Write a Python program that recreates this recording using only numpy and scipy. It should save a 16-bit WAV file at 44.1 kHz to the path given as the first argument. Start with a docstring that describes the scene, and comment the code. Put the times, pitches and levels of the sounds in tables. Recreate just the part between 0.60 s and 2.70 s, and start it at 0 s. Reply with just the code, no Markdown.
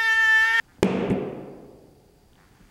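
"""Faint rubbing, a creak and a soft footfall over the air of an arched sports hall: a long vaulting
pole is swung down. It slaps the runway and lands again, softer, after one bounce. Each blow is a
crack, a knock of the floor and the ring of the pole, and the hall rings on; the slap overloads the
microphone. At the end the pole is drawn back: it creaks and its tip scrapes over the floor."""
import sys
import numpy as np
from scipy import signal
from scipy.io import wavfile

SR = 44100
rng = np.random.default_rng(int(sys.argv[2]) if len(sys.argv) > 2 else 0)


def output_pcm(signal):
    """Save a mono or channel-first signal as 16-bit PCM at the path in sys.argv[1].

    Samples are clipped to [-1, 1] before scaling.
    """
    pcm = np.clip(np.atleast_2d(signal).T, -1, 1) * 32767
    wavfile.write(sys.argv[1], SR, np.round(pcm).astype(np.int16))


N = 92610
T = np.arange(N) / SR


def from_db(db):
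    """Decibels to gain."""
    return 10 ** (np.asarray(db) / 20)


def rms_one(x):
    """Scale to unit rms."""
    return x / np.sqrt(np.mean(x ** 2) + 1e-20)


def at_hz(points, hz):
    """Read a table on a log-frequency axis."""
    points_hz, values = np.transpose(points)
    return np.interp(np.log(hz), np.log(points_hz), values)


def dying(t60_s):
    """Exponential decay from time zero."""
    return np.exp(-np.log(1000) * T / max(t60_s, 1e-4)) + 1e-18


def later(x, delay_s):
    """Delay a sound."""
    return np.concatenate([np.zeros(int(max(delay_s, 0) * SR)), x])[:N]


def lowpass(x, hz):
    """Second-order low-pass."""
    return signal.sosfilt(signal.butter(2, min(hz, .45 * SR), fs=SR, output="sos"), x + 1e-18)


def noise(low_hz, high_hz, order=2):
    """Band of noise, rms 1."""
    high_hz = min(high_hz, .45 * SR)
    low_hz = min(low_hz, .95 * high_hz)
    sos = signal.butter(order, [low_hz, high_hz], "band", fs=SR, output="sos")
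    return rms_one(signal.sosfilt(sos, rng.standard_normal(N + SR // 4))[-N:])


def coloured(spectrum, t60s=None):
    """Third-octave noise bands on a spectrum, rms 1 at the start; t60s gives each band a decay."""
    edges_hz = 22 * 2 ** (np.arange(30) / 3)
    bands, power = 0, 0
    for low_hz, high_hz in zip(edges_hz, edges_hz[1:]):
        centre_hz = np.sqrt(low_hz * high_hz)
        gain = from_db(at_hz(spectrum, centre_hz)) * np.sqrt(high_hz - low_hz)
        decay = dying(at_hz(t60s, centre_hz)) if t60s else 1
        bands += gain * noise(low_hz, high_hz, order=3) * decay
        power += gain ** 2
    return bands / np.sqrt(power)


def struck(modes):
    """Decaying modes after one push."""
    return -sum(from_db(db) * np.sin(2 * np.pi * hz * T) * dying(t60_s) for hz, db, t60_s in modes)


# hall air: (frequency [Hz], relative density [dB])
AIR_SPECTRUM = [(25, 0.5), (45, 0.5), (90, -4), (170, -4.5), (420, -12), (620, -20), (760, -12.5),
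                (1050, -28.5), (2000, -30), (3800, -30.5), (5800, -31.5), (10000, -33), (15500, -36.5)]


def hall_air(air_db=-57.5, hiss_db=-78, whine_db=-85, whine_hz=15732):
    """Steady air of the hall, with a narrow hiss and a very faint whine."""
    hiss = from_db(hiss_db) * noise(low_hz=4490, high_hz=4950)
    whine = from_db(whine_db) * np.sin(2 * np.pi * whine_hz * T)
    return from_db(air_db) * coloured(AIR_SPECTRUM) + hiss + whine


# friction envelope: (time [s], level [dB])
RUB_ENVELOPE = [(0, -66), (.06, -67.5), (.11, -66.5), (.16, -63.5), (.23, -77), (.4, -102), (1.68, -75),
                (1.8, -65), (1.91, -65.5), (1.98, -63.5), (2.1, -62)]
# friction colour: (frequency [Hz], relative density [dB])
RUB_SPECTRUM = [(300, -13), (620, -8), (880, 4.5), (1150, 0), (1650, 4.5), (2300, -2.5), (4000, -9),
                (7000, -10.5), (14000, -26)]


def rubbing(grain_db=2.5, grains_per_s=900):
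    """Grainy friction of pole and clothes on the swing down and the draw back."""
    knots_s = np.arange(0, T[-1], 1 / grains_per_s)
    grain = from_db(grain_db * np.interp(T, knots_s, rng.standard_normal(N)[:len(knots_s)]))
    envelope = from_db(np.interp(T, *np.transpose(RUB_ENVELOPE)))
    return envelope * rms_one(coloured(RUB_SPECTRUM) * grain)


# slip runs: (start [s], length [s], slip rate [1/s], nominal peak [dB], low edge [Hz], high edge [Hz])
SLIP_RUNS = [(.0845, .04, 175, -52.5, 1190, 1915), (1.732, .035, 44, -51, 2780, 3700),
             (1.7805, .08, 97, -47, 890, 2050)]


def grip_creaks(spread_db=1.1, mid_run_db=-1, reverb_db=-41.5):
    """The pole sticks and slips in the grip; each slip rings a short resonance, faint in the hall."""
    ticks = 0
    for start_s, length_s, slips_per_s, peak_db, low_hz, high_hz in SLIP_RUNS:
        band = signal.butter(3, [low_hz, high_hz], "band", fs=SR, output="sos")
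        tick = signal.sosfilt(band, signal.unit_impulse(N) + 1e-18)
        tick = tick / np.abs(tick).max()
        slips_s = np.arange(0, length_s, 1 / slips_per_s)
        slips_db = rng.normal(peak_db, spread_db, size=64)[:len(slips_s)]
        slips_db += mid_run_db * (np.sin(np.pi * slips_s / length_s) - .5)
        ticks += sum(from_db(db) * later(tick, start_s + s) for s, db in zip(slips_s, slips_db))
    return ticks + from_db(reverb_db) * signal.fftconvolve(ticks, hall_reverb())[:N]


# reverb colour: (frequency [Hz], relative density [dB])
REVERB_SPECTRUM = [(30, -27), (70, -15.5), (120, -7), (190, -2), (300, -2.5), (430, -1), (650, -10),
                   (1000, -16.5), (1600, -21), (2700, -18), (4100, -35.5), (7500, -39.5), (11000, -55),
                   (15000, -68)]
# reverb decay: (frequency [Hz], t60 [s])
REVERB_DECAY = [(60, 1.43), (150, 1.49), (400, 1.87), (900, 1.573), (2500, 1.18), (5000, 0.83),
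                (10000, 0.58)]


def hall_reverb(build_s=.015):
    """Diffuse impulse response of the hall: builds up, then dies, treble first."""
    return coloured(REVERB_SPECTRUM, REVERB_DECAY) * (1 - np.exp(-T / build_s))


# footfalls: (time [s], level [dB])
FOOTFALLS = [(0.173, -59.5), (.184, -45.5), (1.12, -55), (1.27, -53.5), (1.91, -50), (2.004, -53)]


def footfalls(low_hz=60, high_hz=254, t60_s=0.19):
    """Dull thuds of weight shifting on the runway."""
    return sum(from_db(db) * later(noise(low_hz, high_hz) * dying(t60_s), s) for s, db in FOOTFALLS)


# floor knock, floor thump and pole modes: (frequency [Hz], relative level [dB], t60 [s])
KNOCK_MODES = [(373, 1.5, .026), (542, -15, 0.025), (847, -14.5, 0.045), (1470, -7.5, 0.0058)]
THUMP_MODES = [(70.5, -13, 0.11), (123.5, 3.5, 0.066), (262, -1, 0.11)]
POLE_MODES = [(138, -35.5, 2.1), (187.6, -21.5, 1.18), (194.8, -28, 0.58), (244, -24.5, 0.93),
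              (346, -37, 0.39), (386.8, -28, 1.49), (459.6, -23, 0.53), (509, -29.5, 0.83),
              (681.4, -40.5, 1.1), (727.6, -39, 1.75), (943, -41, 0.42), (1177, -44, 1.1),
              (2104, -42.5, 0.3), (2400, -35, 0.5)]
# early echoes of the knock: (delay [s], gain [dB])
KNOCK_ECHOES = [(0.0124, -13), (0.017, -7.5), (0.0315, -13), (.0690, -9.5)]
# landings: (time [s], knock gain [dB], thump gain [dB], boom gain [dB], ring gain [dB],
# reverb send [dB], reverb cutoff [Hz])
LANDINGS = [(0.2281, -0.5, -23.5, -14, 0.5, -1.5, 11920), (0.5017, -13, -14, -19.5, -10.5, -13.5, 635)]


def pole_blows(contact_s=0.0011, thump_build_s=0.0057, boom_hz=192.8, boom_peak_s=0.027,
               boom_sharpness=6, reverb_db=-17.5, low_cut_hz=49):
    """Each blow knocks the floor, sets it booming, rings the pole and fills the hall."""
    knock = struck(KNOCK_MODES) * (1 - np.exp(-T / contact_s))
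    echoes = sum(from_db(db) * later(knock, s) for s, db in KNOCK_ECHOES)
    knock = knock + lowpass(echoes, hz=680)
    thump = struck(THUMP_MODES) * (1 - np.exp(-T / thump_build_s))
    swell = (T / boom_peak_s * np.exp(1 - T / boom_peak_s)) ** boom_sharpness
    boom = -np.sin(2 * np.pi * boom_hz * T) * swell
    ring = struck(POLE_MODES)
    blows = 0
    for time_s, knock_db, thump_db, boom_db, ring_db, send_db, cutoff_hz in LANDINGS:
        floor = from_db(knock_db) * knock + from_db(thump_db) * thump + from_db(boom_db) * boom
        reverb = from_db(reverb_db + send_db) * lowpass(hall_reverb(), cutoff_hz)
        blows += later(floor + from_db(ring_db) * ring + reverb, time_s)
    return signal.sosfilt(signal.butter(1, low_cut_hz, "high", fs=SR, output="sos"), blows)


# crack bursts: (time [s], level [dB], low edge [Hz], high edge [Hz], t60 [s])
CRACK_BURSTS = [(0.2285, -20, 560, 9000, 0.0026), (0.2302, -33, 8800, 13700, 0.004),
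                (0.2306, -15, 1000, 4160, 0.011), (0.2304, -21.5, 6100, 8740, 0.0067),
                (0.242, -40, 700, 10900, 0.054), (0.501, -42.5, 6300, 9400, 0.014),
                (0.5067, -26.5, 1830, 2400, 0.028), (0.514, -54.5, 6500, 12000, 0.067)]


def tip_cracks():
    """Short bright cracks and rattle of the tip, with an early echo of the slap."""
    return sum(from_db(db) * later(noise(low_hz, high_hz, order=3) * dying(t60_s), time_s)
               for time_s, db, low_hz, high_hz, t60_s in CRACK_BURSTS)


def scene():
    """All sources at one microphone, the same in both channels."""
    mono = pole_blows() + tip_cracks() + grip_creaks() + rubbing() + footfalls() + hall_air()
    return np.stack([mono, mono])


LIMIT_DB, ATTACK_S, RELEASE_DB_PER_S = -9, 0.006, 31.5
CLIP_LEVEL, CUTOFF_HZ = .51, 15800


def record(dry):
    """A limiter ducks after the slap and recovers slowly; what it misses clips, and the top is cut."""
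    peak_db = 20 * np.log10(np.abs(dry).max(axis=0) + 1e-9)
    over_db = np.maximum(peak_db - LIMIT_DB, 0)
    held_db = np.maximum.accumulate(over_db + RELEASE_DB_PER_S * T) - RELEASE_DB_PER_S * T
    smoothing = np.exp(-1 / (ATTACK_S * SR))
    reduction_db = signal.lfilter([1 - smoothing], [1, -smoothing], held_db)
    clipped = np.clip(dry * from_db(-reduction_db), -CLIP_LEVEL, CLIP_LEVEL)
    return signal.sosfilt(signal.ellip(10, .1, 80, CUTOFF_HZ, fs=SR, output="sos"), clipped)


dry = scene()
out = record(dry)
output_pcm(out)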